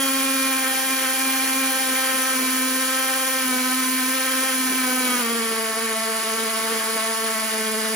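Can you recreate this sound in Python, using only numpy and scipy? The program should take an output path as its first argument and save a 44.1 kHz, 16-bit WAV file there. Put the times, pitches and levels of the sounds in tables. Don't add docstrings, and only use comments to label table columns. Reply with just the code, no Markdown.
import sys
import numpy as np
from scipy import signal
from scipy.fft import rfft, irfft, next_fast_len
from scipy.io import wavfile
from scipy.ndimage import uniform_filter1d, map_coordinates

SR = 44100
rng = np.random.default_rng(int(sys.argv[2]) if len(sys.argv) > 2 else 0)


def to_wav(sig):
    pcm = np.clip(np.atleast_2d(sig), -1, 1) * 32767
    pcm = np.round(pcm).astype(np.int16)
    wavfile.write(sys.argv[1], SR, pcm.T)


def ratio(d):
    e = np.asarray(d, float) / 20
    return 10 ** e


N = 350595
TEETH = 15


def unit(x):
    return x / np.sqrt(np.mean(x ** 2) + 1e-20)


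def along(points, hz):
    f, v = np.transpose(points)
    return np.interp(np.log(hz + 1), np.log(f + 1), v)


def curve(rows):
    s, value = np.transpose(rows)
    return np.interp(np.arange(N) / SR, s, value)


def moments(rows, width_s):
    t = np.arange(0, N + 64, 64) / SR
    bells = sum(h * np.exp(-((t - s) / width_s) ** 2) for s, h in rows)
    return np.interp(np.arange(N) / SR, t, bells)


def wobble(rate_hz):
    coarse = np.arange(0, N + 64, 64)
    knots = rng.standard_normal(int(N * 200 / SR) + 8)
    values = map_coordinates(knots, [coarse * min(rate_hz, 200) / SR])
    return np.interp(np.arange(N), coarse, values)


def filtered(x, response):
    m = next_fast_len(N + SR // 2)
    return irfft(rfft(x, m) * response(np.fft.rfftfreq(m, 1 / SR)), m)[..., :N]


def causal(spectrum):
    def response(hz):
        cepstrum = irfft(np.log(ratio(along(spectrum, hz)) + 1e-6))
        half = len(cepstrum) // 2
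        cepstrum[1:half] *= 2
        cepstrum[half + 1:] = 0
        return np.exp(rfft(cepstrum))
    return response


def patchy(x, depth_db):
    z = signal.stft(x, nperseg=128)[2]
    field = rng.standard_normal(z.shape)
    field = uniform_filter1d(uniform_filter1d(field, 6, 0), 24, 1)
    return signal.istft(z * ratio(depth_db * unit(field)), nperseg=128)[1][:N]


# time in seconds, blows per second.
RATCHET_HZ = [(0.0, 268.7), (1.05, 262.0), (1.24, 265.2), (1.47, 264.3), (1.6, 265.9), (2.49, 259.0),
              (3.09, 262.7), (3.4, 261.7), (3.53, 255.1), (4.22, 261.8), (4.98, 256.4), (5.21, 244.7),
              (5.23, 230.9), (5.6, 223.2), (6.48, 222.3), (7.3, 223.0), (7.59, 219.4), (7.95, 219.3)]
# time in seconds, change in blows per second.
CATCHES_HZ = [(.02, 1.5), (.34, .5), (.66, -2.5), (.92, 2.5), (1.74, -2.5), (1.9, -2.5), (2.28, 2.03),
              (3.82, 1.33), (4.03, -3), (4.47, 2.35), (4.66, -0.8), (4.9, -2.76), (5.34, 3), (5.74, -1),
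              (5.83, 3), (6.0, -1.5), (6.06, 0.5), (6.13, 0), (6.4, 3.14), (6.72, 2), (6.83, -0.5),
              (6.92, 1), (7.02, -1), (7.08, 0.5), (7.17, -0.36), (7.22, 0.9), (7.37, -1.35)]


def ratchet_speed():
    return curve(RATCHET_HZ) + moments(CATCHES_HZ, width_s=.05)


def ratchet_turns(rate):
    runout_hz = 1.5 * np.sin(2 * np.pi * np.cumsum(rate) / SR / TEETH + 1.3 * wobble(3))
    return np.cumsum(rate + runout_hz + 0.8 * wobble(50)) / SR


# multiple of the blow rate, level in dB.
FREE_ORDERS_DB = [(1, 11), (2, 2), (3, -4.5), (4, -0.5), (5, 0), (6, 0), (7, -2.5), (8, -8.5), (9, -1),
                  (10, -8.5), (11, -7), (12, -6), (13, -9), (14, -38), (15, -36), (16, -8.5)]
# multiple of the blow rate, level in dB.
LOADED_ORDERS_DB = [(1, 8.5), (2, 6), (3, -1), (4, -6), (5, 2), (6, -3), (7, -6), (8, -4), (9, -9.5),
                    (10, -5.5), (11, -8.5), (12, -31), (13, -8.5), (14, -12), (15, -17), (16, -39)]
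# centre in Hz, half width in Hz, gain in dB.
STANDING_WAVES_DB = [(222.5, 3.3, -6.5), (262.5, 1.58, -7.9), (277, 0.67, -15), (442.9, 1.8, -15),
                     (516, 3.1, -12.5), (529, 1.8, -7), (546, 3.7, 15), (685, 7.8, -9), (663.8, 6.3, 4.5),
                     (780.5, 5.4, -16), (785.4, 12.4, 7), (798.5, 1.1, -25),
                     (1054.5, 3.4, -5), (1098, 5.4, -5.3), (1235, 20, 5), (1296.7, 8, -7), (1320, 6, -8),
                 (1554, 4, -3), (1580, 13, 2), (1612, 11, -5), (1835, 14, 3), (1985, 30, 6), (2285, 30, 3),
                 (2394, 16, 6), (3159, 27, 5), (3240, 22, 11)]


def orders(rate, load):
    ring_db, settle_s = -37.5, 0.016
    sink_hz_per_s, sink_ends_s = 0.6, 2.3
    hz = np.arange(0, 5000, .25)
    waves_db = sum(db * np.exp(-((hz - c) / w) ** 2) for c, w, db in STANDING_WAVES_DB)
    raised_hz = sink_hz_per_s * np.clip(sink_ends_s - np.arange(N) / SR, 0, None)
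    levels_db = []
    for k, ((_, free), (_, loaded)) in enumerate(zip(FREE_ORDERS_DB, LOADED_ORDERS_DB), start=1):
        order_hz = k * rate - (k == 1) * raised_hz
        lag = int(settle_s * SR / k)
        passed_db = np.interp(order_hz, hz, waves_db)
        passed_db = uniform_filter1d(passed_db, 2 * lag + 1, origin=lag, mode="nearest")
        levels_db.append(ring_db + free + load * (loaded - free) + passed_db)
    return levels_db


# time in seconds, change in dB.
SKIPS_DB = [(5.48, -2), (5.58, 1), (5.75, -2), (6.22, -8), (6.32, 1.5), (6.37, -5), (6.51, -2), (6.63, 0),
            (6.7, 0), (6.83, -6), (6.9, -0.5), (7.16, -8), (7.22, -1), (7.5, -5)]


def floor_hum(turns, orders_db):
    skip_db = moments(SKIPS_DB, width_s=.018)
    hum = 0
    for k, db, lag in zip((1, 2, 3), orders_db, (2.1, .3, .3)):
        swell_db = 0.88 * k * np.sin(2 * np.pi * turns / TEETH + 3.7 * wobble(1.9))
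        level_db = db + 2.5 + skip_db + 0.47 * k * wobble(28) + swell_db
        hum = hum + ratio(level_db) * np.cos(2 * np.pi * k * turns + lag)
    return hum


def whine(turns, orders_db):
    tones = 0
    for k, db in enumerate(orders_db[3:], start=4):
        beat_db = 1.5 * np.sin(2 * np.pi * turns / TEETH + 2.7 * wobble(3))
        level_db = db + 1.35 * wobble(45) + beat_db
        drift = 0.24 * wobble(3.3) + 0.0097 * k * k * wobble(60)
        tones = tones + ratio(level_db) * np.cos(2 * np.pi * k * turns - 0.47 * k + drift)
    return ratio(5.0) * tones


def blows(turns, jitter_s):
    tooth = np.arange(1, int(turns[-1]))
    at = np.interp(tooth, turns, np.arange(N)) + jitter_s * SR * rng.standard_normal(len(tooth))
    worn_db = rng.standard_normal(TEETH)[tooth % TEETH]
    return np.bincount(np.clip(np.round(at).astype(int), 0, N - 1), ratio(worn_db), N)


def after(spikes, decay_s):
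    t = np.arange(SR // 50) / SR
    swell = np.exp(-t / decay_s) * (1 - np.exp(-t / 0.00031))
    return unit(signal.fftconvolve(spikes, swell)[:N])


# time in seconds, level in dB.
LEAN_DB = [(0, 2), (.07, 0.5), (.5, 0), (1.5, 0.5), (2.4, .5), (3.4, 0), (4.4, 0), (4.9, 0), (5.15, .5),
           (5.35, 0.5), (5.7, 0), (6.8, 1), (7.95, 0.5)]


def pressed(free_db, loaded_db, load):
    return free_db + load * (loaded_db - free_db) + curve(LEAN_DB)


# frequency in Hz, level in dB per Hz.
KNOCK_COLOUR_DB = [(500, -30), (850, -16), (1030, -10.5), (1300, -2), (1590, -11.5), (2060, -2),
                   (2420, -11.5), (2930, -10), (5000, -7), (6500, -46), (11000, -120)]


def body_knock(spikes):
    return unit(filtered(spikes, causal(KNOCK_COLOUR_DB)))


# frequency in Hz, level in dB per Hz.
GRIND_COLOUR_DB = [(24, -78), (40, -89), (150, -26), (240, -11.5), (330, -17), (480, -14), (640, -21),
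                   (900, -18.5), (1280, -12.5), (1600, -8), (2500, -10.5), (4000, -13), (5200, -17.5),
                   (8800, -120)]


def crushing(spikes):
    noise = (0.71 + after(spikes, decay_s=0.0019)) * rng.standard_normal(N)
    return unit(filtered(noise, lambda hz: ratio(along(GRIND_COLOUR_DB, hz))))


# time in seconds, dB over the rumble.
JARS_DB = [(0, 5), (1.13, -1), (1.28, 4), (1.68, 0), (2.0, 3), (2.3, -5), (3.5, 3), (3.81, -2), (4.01, 0),
           (4.35, 3), (4.72, 4), (4.86, 2), (5.02, 5.5), (5.12, 7), (5.36, 12), (5.52, 9), (5.75, 4),
           (6.0, 3), (6.23, 6), (6.38, 8), (6.75, 9), (7.0, 6), (7.16, 1), (7.5, -1), (7.72, 0), (7.95, 5)]


def rumble_level(rate, load, hum_db):
    light_hz, light_db_per_hz = 259.4, -0.53
    level_db = pressed(-51.5, -56, load) + 0.15 * (hum_db - hum_db.max())
    level_db = level_db + 2.5 * wobble(22) + moments(JARS_DB, width_s=0.059)
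    return level_db + light_db_per_hz * np.clip(rate - light_hz, 0, None)


def body(spikes, knock_db, rumble_db):
    crush = crushing(spikes)
    rumble = filtered(crush, lambda hz: np.clip(3.2 - hz / 300, 0, 1))
    knock = ratio(knock_db - 12) * body_knock(spikes)
    upper = ratio(knock_db - 7.5) * patchy(crush - rumble, depth_db=2.1)
    return knock + upper + ratio(rumble_db + 7) * unit(rumble)


# frequency in Hz, level in dB per Hz.
GRIT_COLOUR_DB = [(2500, -23.5), (3500, -13), (5000, -10), (6000, -7.5), (7200, -3), (8200, 1), (9400, 6.5),
                  (10500, 1.5), (12500, -0.5), (14000, -2), (15200, 2.5), (16200, -23)]
# centre in Hz, width in Hz, boost in dB.
BIT_SING_DB = [
    (5914, 234, -5),
    (4800, 220, -3),
]


def grit_spray(spikes, load):
    fan_lag_s = .3
    hiss = 1.73 * rng.standard_normal(N)
    hiss = filtered(hiss, lambda hz: ratio(-9 * np.clip(hz / 4000 - 1.2, 0, 1)))
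    spray = after(spikes, decay_s=0.0021) * rng.standard_normal(N)
    grit = patchy(hiss + spray, depth_db=0.32)
    grit = unit(filtered(grit, lambda hz: ratio(along(GRIT_COLOUR_DB, hz))))
    fizz = filtered(grit, lambda hz: np.clip(hz / 2500 - 4.1, 0, 1))
    free, loaded = (filtered(grit, lambda hz: ratio(db) * np.exp(-((hz - c) / w) ** 2))
                    for c, w, db in BIT_SING_DB)
    slowed = uniform_filter1d(load, int(fan_lag_s * SR))
    return grit - 0.38 * slowed * fizz + (1 - load) * free + load * loaded


def drill():
    rate = ratchet_speed()
    load = np.clip((250 - rate) / 22, 0, 1)
    orders_db = orders(rate, load)
    turns = ratchet_turns(rate)
    spikes = blows(turns, jitter_s=.00008)
    knock_db = pressed(-28, -28.5, load) + 0.45 * wobble(12)
    grit_db = pressed(-28, -29.5, load)
    rattle = body(spikes, knock_db, rumble_level(rate, load, orders_db[0]))
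    rattle = rattle + ratio(grit_db + 2.5) * grit_spray(spikes, load)
    return floor_hum(turns, orders_db), whine(turns, orders_db), rattle


# frequency in Hz, level in dB.
LEFT_OVER_RIGHT_DB = [(200, -.3), (600, -.2), (1400, 1.2), (2400, 0), (3200, -2), (4000, -1), (5200, -5.5),
                      (6000, -5.5), (6800, -2), (7800, 0)]
# frequency in Hz, left lead in radians.
LEAD_RAD = [(0, -0.26), (222, 0.68), (258, 0.21), (700, 0.8), (1500, -0.96), (2300, 0.83), (3500, 1.34),
            (4200, 1.44),
            (6000, 0), (15950, -4 * np.pi)]


def pair(x):
    f, lead = np.transpose(LEAD_RAD)

    def both(hz):
        half = ratio(along(LEFT_OVER_RIGHT_DB, hz) / 2) * np.exp(.5j * np.interp(hz, f, lead))
        return np.array([half, 1 / half])
    return filtered(x, both)


# frequency in Hz, t60 in seconds.
ROOM_T60_S = [(200, 0.78), (2000, 0.49), (10000, 0.27)]
# frequency in Hz, level in dB.
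WET_DB = [(100, -33), (300, -15), (650, -7), (900, 6), (2000, -2.5), (4000, -3), (5500, -1.5),
          (7000, -3), (8000, -10), (16000, -9)]


def room(x):
    hz, t, z = signal.stft(rng.standard_normal((2, SR // 2)), SR, nperseg=256)
    decay = ratio(-60 * t / along(ROOM_T60_S, hz)[:, None])
    tail = signal.istft(z * decay, SR, nperseg=256)[1]
    late = np.pad(x, (150, 0))[None]
    wet = signal.fftconvolve(late, tail / np.linalg.norm(tail[0]), axes=1)[:, :N]
    return filtered(wet, lambda hz: ratio(along(WET_DB, hz)
                                        + along(LEFT_OVER_RIGHT_DB, hz) / [[2], [-2]]))


def scene():
    hum, ring, rattle = drill()
    return pair(hum + ring + rattle) + room(rattle + ratio(-11.5) * ring + ratio(-14) * hum)


# frequency in Hz, limit in dB.
KEEP_LIMIT_DB = [(6000, -30), (7400, -10.5), (9000, -8), (11000, -6), (12700, -2), (14000, -2.5),
                 (16000, -2.5)]


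def thrift(x):
    mid_side = [x[0] + x[1], x[0] - x[1]]
    hz, _, z = signal.stft(mid_side, SR, nperseg=2048, noverlap=1024)
    bands = np.abs(z[:, :1024]).reshape(2, 64, 16, -1)
    level_db = 10 * np.log10(np.mean(bands ** 2, 2) + 1e-20)
    limit_db = along(KEEP_LIMIT_DB, hz[8:1024:16])[:, None] + 1.5 * rng.standard_normal(level_db.shape)
    kept = np.repeat(level_db - level_db[::-1] > limit_db, 16, 1)
    kept = np.pad(kept, ((0, 0), (0, 1), (0, 0)))
    mid, side = signal.istft(z * kept, SR, nperseg=2048, noverlap=1024)[1][:, :N]
    return np.array([mid + side, mid - side]) / 2


def low_pass(x):
    return signal.sosfilt(signal.butter(12, 16350, fs=SR, output="sos"), x)


def record(dry):
    band = filtered(dry, lambda hz: (hz < 15900) / (1 + (90 / (hz + 1)) ** 2))
    return low_pass(thrift(band))


dry = scene()
out = record(dry)
to_wav(out)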